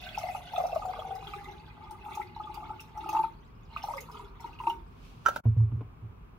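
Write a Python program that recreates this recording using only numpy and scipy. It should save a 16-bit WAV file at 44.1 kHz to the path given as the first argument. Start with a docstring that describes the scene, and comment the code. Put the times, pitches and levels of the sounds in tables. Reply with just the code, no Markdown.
"""In a small room, close to a pair of microphone ports, a plastic jug fills a tall glass in two pours.
Trapped bubbles ring the air above the water, whose tone mostly climbs as the glass fills.
Under them a bubble plume throbs, small bubbles fizz and drops spatter, all built from decaying sines
and coloured noise. A sleeve rustles, then the jug's struck modes clack on the table and the top booms."""
import sys
import numpy as np
from scipy import signal
from scipy.fft import rfft, irfft, next_fast_len
from scipy.io import wavfile
from scipy.ndimage import uniform_filter1d, map_coordinates

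SR = 44100
rng = np.random.default_rng(int(sys.argv[2]) if len(sys.argv) > 2 else 0)


def generate_wav(signal):
    """Clip the signal to [-1, 1] and save it as 16-bit WAV at the path in sys.argv[1]."""
    frames = np.transpose(np.atleast_2d(signal))
    scaled = np.clip(frames, -1, 1) * 32767
    pcm = np.round(scaled).astype(np.int16)
    wavfile.write(sys.argv[1], SR, pcm)


N = 281358


def amp(db):
    """Decibels to gain."""
    return 10 ** (np.asarray(db) / 20)


def unit(x):
    """Scale to rms 1."""
    return x / np.sqrt(np.mean(x ** 2) + 1e-20)


def along(points, hz):
    """Read (f/Hz, value) points on a log frequency axis."""
    f, v = np.transpose(points)
    return np.interp(np.log(hz + 1), np.log(f), v)


def curves(rows, outside=None):
    """One value per sample for each column after the time."""
    s, *cols = np.transpose(rows)
    return [np.interp(np.arange(N) / SR, s, c, outside, outside) for c in cols]


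def fade(t, t60):
    """Free decay, 60 dB in t60 (same unit as t)."""
    return np.exp(-np.log(1000) * t / t60)


def add(track, s, sound):
    """Mix a sound into a track from time s on."""
    part = track[max(round(s * SR), 0):][:len(sound)]
    part += sound[:len(part)]


def filtered(x, response):
    """Apply a complex response of frequency to x."""
    m = next_fast_len(N + SR // 2)
    hz = np.fft.rfftfreq(m, 1 / SR)
    return irfft(rfft(x, m) * response(hz), m)[..., :N]


def coloured(x, spectrum, size=4096):
    """Causal (minimum-phase) filter of unit energy with the shape of the given spectrum."""
    cepstrum = irfft(np.log(amp(along(spectrum, np.fft.rfftfreq(size, 1 / SR))) + 1e-6))
    # fold the cepstrum onto positive times to make the filter causal
    cepstrum[1:size // 2] *= 2
    cepstrum[size // 2 + 1:] = 0
    kernel = irfft(np.exp(rfft(cepstrum)))
    return signal.fftconvolve(x, kernel / np.linalg.norm(kernel))[:len(x)]


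def resonance(x, hz, width_hz):
    """A resonance of gain 1 that follows the curve hz."""
    turn = np.exp(2j * np.pi * np.cumsum(hz) / SR)
    pole = np.exp(-np.pi * width_hz / SR)
    # shift the resonance to 0 Hz, smooth, shift back
    return 2 * np.real(turn * signal.lfilter([1 - pole], [1, -pole], x / turn))


def burst(spectrum, t60, attack, grain_db):
    """A short puff of grainy, coloured noise with peak 1."""
    t = np.arange(SR // 5) / SR
    noise, grain = rng.standard_normal((2, len(t)))
    envelope = fade(t, t60) * (1 - np.exp(-t / attack))
    puff = coloured(noise * amp(grain_db * grain) * envelope, spectrum)
    return puff / np.abs(puff).max()


def ring(modes, attack, scatter_db, blur):
    """Struck modes at slightly new strengths, their phases wandering; peak 1."""
    t = np.arange(SR // 2) / SR
    sound = np.zeros(len(t))
    for hz, db, t60 in modes:
        wander = blur * np.sqrt(hz / SR) * np.cumsum(rng.standard_normal(len(t)))
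        strength = amp(db + scatter_db * rng.normal())
        sound += strength * fade(t, t60) * np.sin(2 * np.pi * hz * t + wander)
    sound *= 1 - np.exp(-t / attack)
    return sound / np.abs(sound).max()


def bubble(hz, cycles, onset_cycles, rise):
    """A bubble swells, rings out over some cycles and rises in pitch by the fraction rise."""
    age = np.arange(int(cycles * SR / hz) + 2) * hz / SR  # in cycles
    swell = (1 - np.exp(-(age / onset_cycles) ** 2)) * fade(age, cycles)
    return swell / swell.max() * np.sin(2 * np.pi * age * (1 + rise * (age / cycles - .5) / 2))


def swarm(centre_hz, per_second, spread, size_db, cycles, onset_cycles):
    """Random bubbles around a pitch curve; spread is in log pitch."""
    track, count = np.zeros(N), int(per_second * N / SR)
    for k, (when, pitch, size, life) in enumerate(rng.standard_normal((count, 4))):
        s = np.clip((k + 2 * when) / per_second, 0, (N - 1) / SR)
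        hz = min(centre_hz[int(s * SR)] * np.exp(spread * pitch), SR / 2)
        one = bubble(hz, cycles * np.exp(life / 2), onset_cycles, rise=.012)
        add(track, s, amp(size_db * size) * one)
    return track


def steady(x, size=6000):
    """Hold the slow level near rms 1 and keep the fast grain."""
    power = uniform_filter1d(uniform_filter1d(x ** 2, size), size // 2)
    return x / np.sqrt(np.abs(power) + 1e-12)


def wobble(rate):
    """A smooth random curve, rate knots a second."""
    return map_coordinates(rng.standard_normal(int(N * rate / SR) + 4), [np.arange(N) * rate / SR])


# colour of the empty room: f/Hz, relative level/dB per Hz
ROOM_NOISE = [(20, -33), (42, 2.5), (85, -5), (120, -4), (138, -12.5), (156, -1.5), (178, -12.5),
              (250, -11.5), (310, -19.5), (400, -15.5), (560, -26.5), (1130, -18.5), (1900, -35),
              (2400, -30.5), (4000, -45.5), (8500, -55.5), (14000, -50)]
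# overall level of the room noise: t/s, level/dB
ROOM_LEVEL = [(0, -51.5), (3.5, -52), (5.3, -51), (6.38, -51.5)]
# how alike it is at the two ports: f/Hz, left-right likeness (-1 to 1)
ROOM_ALIKE = [(60, 0.89), (150, 0.95), (380, 0.21), (950, -0.24), (2380, -0.1), (5980, -0.52),
              (15000, -0.11)]


def room_noise():
    """Steady room noise, nearly mono in the bass: mid and side noise shared out by likeness."""
    def mid_side(hz):
        turn = np.arccos(np.clip(along(ROOM_ALIKE, hz), -1, 1)) / 2
        return amp(along(ROOM_NOISE, hz)) * [np.cos(turn), np.sin(turn)]

    mid, side = filtered(rng.standard_normal((2, N)), mid_side)
    return amp(curves(ROOM_LEVEL)[0]) * unit(np.array([mid + side, mid - side]))


# strength of the stream in each pour, as the level of its fizz before the mix: t/s, level/dB
FIRST_POUR = [(0, -50.5), (.42, -56), (.56, -53), (.68, -58.5), (1.0, -57.5), (1.15, -60.5), (1.3, -56.5),
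              (1.6, -62), (1.95, -67), (2.14, -55.5), (2.29, -65.5), (2.55, -61), (2.78, -63), (2.9, -68),
              (3.1, -57), (3.27, -64), (3.36, -77.5)]
SECOND_POUR = [(3.69, -69), (3.73, -60), (3.79, -56), (4.08, -67), (4.18, -58.5), (4.33, -71.5),
               (4.43, -62.5), (4.74, -65.5), (4.82, -79.5)]
FULL_STREAM_DB = -55  # fizz of a full stream


def stream():
    """Strength of the stream in dB against a full one; as good as silent between the pours."""
    first, = curves(FIRST_POUR, outside=-200)
    second, = curves(SECOND_POUR, outside=-200)
    return np.maximum(first, second) - FULL_STREAM_DB


# gurgle, plume and spray (one row each) between gulps: level/dB at full stream, dB per dB of stream
STEADY_POUR = [(-55.5, .5), (-65, .5), (-74, 1.64)]
# the stream plunges and drags a run of large bubbles under:
# t/s, length/s, gurgle level/dB, plume level/dB, spray level/dB
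GULPS = [(0.178, 0.19, -46, -72, -68), (0.517, 0.3, -42, -57, -73), (0.821, 0.34, -45, -56, -78.5),
         (1.2, 0.31, -54, -57, -79), (1.77, 0.2, -55, -68, -88), (2.034, 0.18, -50, -60, -75),
         (2.375, .36, -49, -63, -89), (2.944, 0.2, -47, -56, -78), (3.122, 0.093, -41, -52, -70),
         (3.82, .13, -46, -50, -66), (4.077, .13, -56, -60, -75), (4.393, .08, -55, -65, -76),
         (4.591, .12, -51, -55, -73)]
GULP_ATTACK_S, GULP_T60_S = 0.022, 0.2


def flow():
    """Gains of gurgle, plume and spray: a little with the steady stream, much more in each gulp."""
    t, strength_db = np.arange(N) / SR, stream()
    gains = np.array([amp(db + grows * strength_db) for db, grows in STEADY_POUR])
    for s, length, *levels_db in GULPS:
        attack = np.clip((t - s) / GULP_ATTACK_S, 0, 1)
        swell = attack * fade(np.maximum(t - s - length, 0), GULP_T60_S)
        gains += np.outer(amp(levels_db), swell)
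    return gains


# lowest resonance of the air above the water: t/s, f/Hz
AIR_TONE = [(0, 722), (.65, 734.5), (1.1, 758), (1.6, 846), (2.2, 842.6), (2.9, 870), (3.12, 859),
            (3.25, 905), (3.8, 893), (4.15, 982), (4.5, 925)]
# throb of the bubble plume as a whole, lower as it grows; also played by plume(): t/s, f/Hz
PLUME_TONE = [(0, 630), (.7, 544), (1, 488), (1.3, 390), (2.2, 356.5), (3.2, 353.7), (3.45, 374.6),
              (3.8, 710), (3.92, 602), (4.02, 475), (4.2, 401), (4.5, 391), (4.68, 357.4)]
# the largest bubbles, also heard in plume() and fizz(): t/s, relative level/dB, f/Hz
GLUGS = [(0.177, -22, 842), (0.238, -24, 693), (0.268, -32, 826), (0.289, -27, 789), (0.35, -25.5, 827),
         (0.536, -28, 854), (0.58, -19, 695), (0.601, -18.5, 717), (0.639, -20, 672), (0.653, -24.5, 736),
         (0.729, -23, 683), (0.761, -20, 641), (0.852, -26.5, 752), (0.894, -30.5, 757), (0.987, -30, 637),
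         (1.107, -30.5, 734), (1.152, -36, 792), (1.337, -31, 1220), (1.91, -38.5, 878),
         (2.062, -34.5, 850), (2.085, -32, 875), (2.173, -27.5, 867), (2.198, -28.5, 870),
         (2.364, -33, 898), (2.398, -34, 850), (2.574, -37, 860), (2.703, -32, 864), (2.974, -33, 859),
         (3.061, -30, 822), (3.091, -28.5, 850), (3.13, -26, 875), (3.148, -19, 863), (3.166, -16, 901),
         (3.191, -20.5, 890), (3.238, -22, 895), (3.764, -23.5, 1194), (3.84, -23, 846),
         (3.886, -24.5, 850), (3.938, -27, 1114), (4.088, -39, 1010), (4.154, -37, 934), (4.196, -39, 982),
         (4.444, -33, 933), (4.602, -29, 992), (4.637, -32.5, 906), (4.671, -17, 915), (4.698, -26, 891)]
# colour of the bubble crowd: f/Hz, relative level/dB per Hz
GURGLE = [(300, -27.5), (520, -25), (650, -11), (900, -2.5), (1040, -9.5), (1230, 10.5), (1400, -1.5),
          (1750, -26.5), (3000, -48.5)]
YOUNG_HZ, GROWN_HZ = 590, 380  # pitch of a young and of a full-grown plume
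# ring of the air under a bubble in tune with it; mistuning that halves its power
AIR_RING_DB, AIR_REACH_HZ = -8, 120
# while the plume is young, large bubbles die sooner and ring the air less
GROWN_CYCLES, YOUNG_CYCLES, YOUNG_AIR_DB = 40, 22, -6


def gurgle():
    """Large bubbles, trapped by the stream, ring the air column in the glass."""
    air_hz, = curves(AIR_TONE)
    plume_hz, = curves(PLUME_TONE)
    young = np.clip((plume_hz - GROWN_HZ) / (YOUNG_HZ - GROWN_HZ), 0, 1)
    air_gain = amp(YOUNG_AIR_DB * young)
    crowd_hz = air_hz * (1.08 - .17 * young)  # lower while the plume is young
    crowd = swarm(crowd_hz, per_second=560, spread=0.22, size_db=5, cycles=34, onset_cycles=1.4)
    crowd = coloured(crowd, GURGLE)
    crowd = steady(crowd + amp(18) * air_gain * resonance(crowd, air_hz, width_hz=26))
    glugs = np.zeros(N)
    for (s, db, hz), (lag, pitch) in zip(GLUGS, rng.uniform(-0.975, 1, (len(GLUGS), 2))):
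        now = round(s * SR)
        life = GROWN_CYCLES + (YOUNG_CYCLES - GROWN_CYCLES) * young[now]
        glug = bubble(hz, life, onset_cycles=3.0, rise=0.0031)
        add(glugs, s - .002, amp(db - 2.26) * glug)
        # the air above swells more slowly and outlasts the bubble, louder the closer their pitches
        in_tune = 1 / np.hypot(1, (hz - air_hz[now]) / AIR_REACH_HZ)
        air = bubble(air_hz[now], cycles=125, onset_cycles=8, rise=0)
        add(glugs, s - .002, amp(db + AIR_RING_DB) * in_tune * air_gain[now] * air)
        # each large bubble sheds a quieter one, mostly higher
        shed = bubble(1240 * np.exp(.09 * pitch), cycles=44, onset_cycles=2.5, rise=.01)
        add(glugs, s + .004 + 0.0025 * lag, amp(db - 16.5) * air_gain[now] * shed)
    return glugs + flow()[0] * crowd


PLUME_LAG_S = .04  # the plume answers the stream a little later


def plume():
    """The cloud of bubbles under the stream throbs at one low pitch, jolted by each large bubble."""
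    plume_hz, = curves(PLUME_TONE)
    throb = swarm(plume_hz, per_second=160, spread=0.098, size_db=5.0, cycles=16, onset_cycles=0.8)
    throb = steady(resonance(throb, plume_hz, width_hz=47))
    jolts = np.zeros(N)
    for s, db, _ in GLUGS:
        jolt = bubble(plume_hz[round(s * SR)], cycles=70, onset_cycles=2.0, rise=0)
        add(jolts, s, amp(db - 25.5) * jolt)
    t = np.arange(N) / SR
    return jolts + np.interp(t - PLUME_LAG_S, t, flow()[1]) * throb


# colour of the small bubbles in the glass: f/Hz, relative level/dB per Hz
FIZZ = [(1000, -21.5), (1480, 1), (1800, -12), (2070, 3), (2280, -3), (2600, 1), (2870, -1.5), (3100, -8),
        (3400, -2.5), (4200, -6.5), (5500, -15.5), (6500, -18), (8300, -25), (12000, -18)]
# the clearest small bubbles: t/s, relative level/dB, f/Hz
PLINKS = [(0.0662, -36, 1540), (0.0904, -33.5, 3340), (0.1478, -32.5, 2630), (0.186, -34, 5610),
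          (0.2304, -40, 2070), (0.2864, -35.5, 2050), (0.5615, -31, 3550), (0.9943, -38.5, 3300),
          (1.2715, -35, 3320), (1.3363, -35, 2460), (1.4561, -42, 2060), (2.2164, -35.5, 2080),
          (2.3501, -47, 3950), (2.7964, -37, 2690), (3.0905, -35.5, 2595), (3.1683, -37.5, 2660),
          (3.234, -40, 2510), (3.7709, -30.5, 2630), (3.8287, -40, 5360), (3.9802, -32, 2104),
          (4.5895, -39.5, 2770), (4.6693, -33.5, 2650), (4.7004, -30.5, 2910)]
# bubbles still rising: t/s, level/dB before the mix
AFTER_FIZZ = [(0, -106), (3.2, -74.5), (3.45, -75.5), (3.7, -76.5), (4.7, -80), (5, -84.5), (5.4, -90),
              (6.38, -100)]
SPLASH_DB = -25  # splash that traps a large bubble, against that bubble's listed level


def fizz():
    """Small bubbles tinkle in the upper resonances of the glass; a few go on rising after each pour."""
    crowd = swarm(np.full(N, 3500), per_second=1900, spread=0.462, size_db=7.5, cycles=26,
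                  onset_cycles=2.2)
    # the stream breaks up, so bubbles come in clumps
    crowd = coloured(crowd, FIZZ) * amp(2.2 * wobble(27.92))
    late = swarm(np.full(N, 3700), per_second=360, spread=0.3, size_db=4.5, cycles=45, onset_cycles=3)
    plinks = np.zeros(N)
    for s, db, hz in PLINKS:
        add(plinks, s - .001, amp(db - .5) * bubble(hz, cycles=42, onset_cycles=2.8, rise=.01))
        # the splash that traps it
        add(plinks, s - .002, amp(db - 12) * burst(FIZZ, t60=0.081, attack=.003, grain_db=5.5))
    for s, db, _ in GLUGS:
        add(plinks, s - .002, amp(db + SPLASH_DB) * burst(FIZZ, t60=0.03, attack=.002, grain_db=4))
    poured = amp(stream() + FULL_STREAM_DB) * steady(crowd)
    return plinks + poured + amp(curves(AFTER_FIZZ)[0]) * unit(late)


# the largest drops bursting on the surface: t/s, relative level/dB
SPATS = [(0.1825, -42.5), (0.5801, -48), (0.6664, -46), (0.7495, -48.5), (0.854, -50.5), (1.1528, -48.5),
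         (1.3513, -56), (1.4414, -56.5), (1.9091, -48.5), (2.151, -46.5), (2.5421, -44.5), (2.804, -45.5),
         (2.9751, -51.5), (3.0908, -41), (3.1293, -45), (3.8318, -45.5), (3.9689, -44.5), (4.0058, -41),
         (4.115, -49.5), (4.4054, -51), (4.6927, -48)]
# colour of the droplets: f/Hz, relative level/dB per Hz
SPRAY = [(600, -24.5), (2000, 1), (5500, 6), (8300, -2), (11500, 4), (15500, 2.5)]
DROP_BUBBLE_HZ, DROP_BUBBLE_DB = 5900, -3  # typical tiny bubble; its level against the listed one


def spray():
    """Tiny droplets crackle; larger ones burst into a shower of ticks and leave a tiny bubble."""
    droplets = swarm(np.full(N, 10000), per_second=1000, spread=0.51, size_db=5.5, cycles=28,
                     onset_cycles=2.3)
    spats = np.zeros(N)
    for (s, db), pitch in zip(SPATS, rng.standard_normal(len(SPATS))):
        add(spats, s - .001, amp(db + 4) * burst(SPRAY, t60=0.02, attack=0.0039, grain_db=6.5))
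        hz = DROP_BUBBLE_HZ * np.exp(.15 * pitch)
        tiny = bubble(hz, cycles=48, onset_cycles=3.3, rise=.01)
        add(spats, s + .001, amp(db + DROP_BUBBLE_DB) * tiny)
    return spats + flow()[2] * steady(coloured(droplets, SPRAY))


# cloth rustle: t/s, level/dB
SLEEVE = [(4.75, -86), (4.95, -74.5), (5.06, -62.5), (5.2, -70), (5.38, -56), (5.42, -100)]
# colour of the cloth: f/Hz, relative level/dB per Hz
CLOTH = [(1000, -18.5), (2500, 12), (5800, 2), (8300, -6.5), (12000, -6.5), (15500, -12)]


def sleeve():
    """A sleeve rustles as the jug is lowered: coloured noise, independent at the two ports."""
    cloth = np.array([coloured(noise, CLOTH) for noise in rng.standard_normal((2, N))])
    return amp(curves(SLEEVE, outside=-120)[0]) * cloth


# the jug's base meets the table: t/s, relative level/dB, then ring/dB and crack/dB against it
CLACKS = [(5.253, -28.5, -8.5, -11), (5.2599, -9, -3, -20.5), (5.269, -18, -5.5, -18.5),
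          (5.2840, -20, -2.5, -3.5), (5.3599, -22, -18, -1)]
# modes of the jug: f/Hz, relative level/dB, t60/s
JUG = [(401.3, -18, 0.13), (690, -19.5, 0.022), (965, -5, 0.055), (1053, -12, 0.092), (1330, -5, 0.084),
       (1360, 3.5, 0.065), (1386, -8, 0.054), (1610, -1.5, 0.065), (2320, -13, 0.037), (3002, -7.5, 0.03),
       (3690, -23, 0.068), (5100, -25, 0.053), (5950, -15, 0.055)]
# colour of the contact noise: f/Hz, relative level/dB per Hz
CRACK = [(150, -14), (400, -6.5), (800, 2.5), (1100, -11.5), (1450, 1), (2000, -22.5), (3300, -16.5),
         (4500, -22), (6000, -21.5), (8500, -31.5), (15500, -27.5)]


def jug():
    """The jug's base clacks down, rim first, and rocks flat: struck modes with a crack of noise."""
    track = np.zeros(N)
    for s, db, ring_db, crack_db in CLACKS:
        shell = ring(JUG, attack=0.0014, scatter_db=2.5, blur=0.26)
        add(track, s, amp(db + ring_db - 0.5) * shell)
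        crack = burst(CRACK, t60=0.044, attack=0.0006, grain_db=2.5)
        add(track, s, amp(db + crack_db) * crack)
    return track


# soft blows on the table: t/s, boom level/dB, knock level/dB (before the mix)
THUMPS = [(5.455, -15.5, -34), (5.567, -17, -42), (5.603, -22, -44), (5.718, -25.5, -44), (5.759, -26, -50),
          (5.81, -38, -37), (6.024, -35.5, -68)]
# modes of the table top: f/Hz, relative level/dB, t60/s
TABLE = [(85.2, -13, 0.42), (110.7, -1.5, 0.22), (165, -21, 0.07), (223.3, -19.5, 0.12), (319, -25.5, 0.1),
         (394, -39.5, 0.23), (447, -34, 0.092), (617, -46, 0.12)]
# colour of the knock: f/Hz, relative level/dB per Hz
KNOCK = [(100, -5), (350, 3.5), (600, -8), (1100, -9), (1800, -34.5), (2500, -25.5), (5000, -52),
         (9000, -69), (15000, -82)]


def table():
    """The table top's low modes boom under each soft blow, with a short knock of noise."""
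    track = np.zeros(N)
    for s, boom_db, knock_db in THUMPS:
        add(track, s, amp(boom_db) * ring(TABLE, attack=0.02, scatter_db=5.5, blur=0.015))
        add(track, s - .002, amp(knock_db) * burst(KNOCK, t60=0.058, attack=0.0014, grain_db=-3))
    return track


def placed(x, path):
    """Level and phase of a source at the left and right microphone port."""
    path = np.array(path)

    def half(hz):
        """Half the left-right difference, as log gain and phase."""
        level = along(path[:, :2], hz) * np.log(10) / 40
        return level + .5j * along(path[:, ::2], hz)

    return filtered(x, lambda hz: np.exp([half(hz), -half(hz)]))


# decay of the room's diffuse tail: f/Hz, t60/s
ROOM_T60 = [(150, 0.35), (900, 0.32), (3000, 0.1), (12000, 0.3)]
EARLY_T60_S = .05  # decay of the first echoes


def room(x, early_db, size=8192):
    """Dense first echoes, then a diffuse tail; the echoes are redrawn at regular short intervals."""
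    wet = np.zeros((2, N))
    for start in range(0, N, size):
        hz, t, z = signal.stft(rng.standard_normal((2, SR // 3)), SR, nperseg=256)
        decay = fade(t, along(ROOM_T60, hz)[:, None]) + amp(early_db) * fade(t, EARLY_T60_S)
        tails = signal.istft(z * decay, SR, nperseg=256)[1]
        for side, tail in zip(wet, tails):
            echo = signal.fftconvolve(x[start:start + size], tail / np.linalg.norm(tail))
            add(side, start / SR + .002, echo)
    return wet


# paths from glass and jug to the two microphone ports: f/Hz, left-right level/dB, left lead/rad
GLASS_PATH = [(352, -1.5, 1), (840, 3.5, 0.5), (1160, -1.5, -1.4), (1700, -7, 1.5), (2400, -4.2, 1.7),
              (3980, -3.5, 1.2), (10000, 1.5, -0.12)]
JUG_PATH = [(200, 2, -0.96), (800, 4.8, -0.95), (1360, -10.5, -0.61), (2600, 3, -1.2), (10000, -0.5, -1)]


def scene():
    """Glass and jug on their own paths to the ports, the boom slightly right, all in one small room."""
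    hiss, tinkle, body, low = room_noise(), fizz(), gurgle(), plume()
    ticks, rustle, clack, boom = spray(), sleeve(), jug(), table()
    water = low + body + amp(-2.5) * tinkle + amp(-0.5) * ticks
    direct = placed(water, GLASS_PATH) + placed(clack, JUG_PATH) + boom * amp([[-.6], [.6]])
    # each source excites the room by its own amount
    sent = amp(-4.5) * low + amp(-10.5) * body + amp(0.5) * tinkle + amp(4.0) * ticks
    sent += amp(-5.5) * clack + amp(-20.5) * boom
    return direct + room(sent, early_db=4.0) + hiss + rustle


# gain over time, with one brief dip: t/s, level/dB
DIP = [(5.404, 1), (5.412, -25), (5.432, -31), (5.44, 0.5)]
TOP_HZ = 15800  # band limit


def record(dry):
    """The level dips briefly after the clack; nothing passes above the band limit."""
    return filtered(dry * amp(curves(DIP)[0]), lambda hz: hz < TOP_HZ)


dry = scene()
out = record(dry)
generate_wav(out)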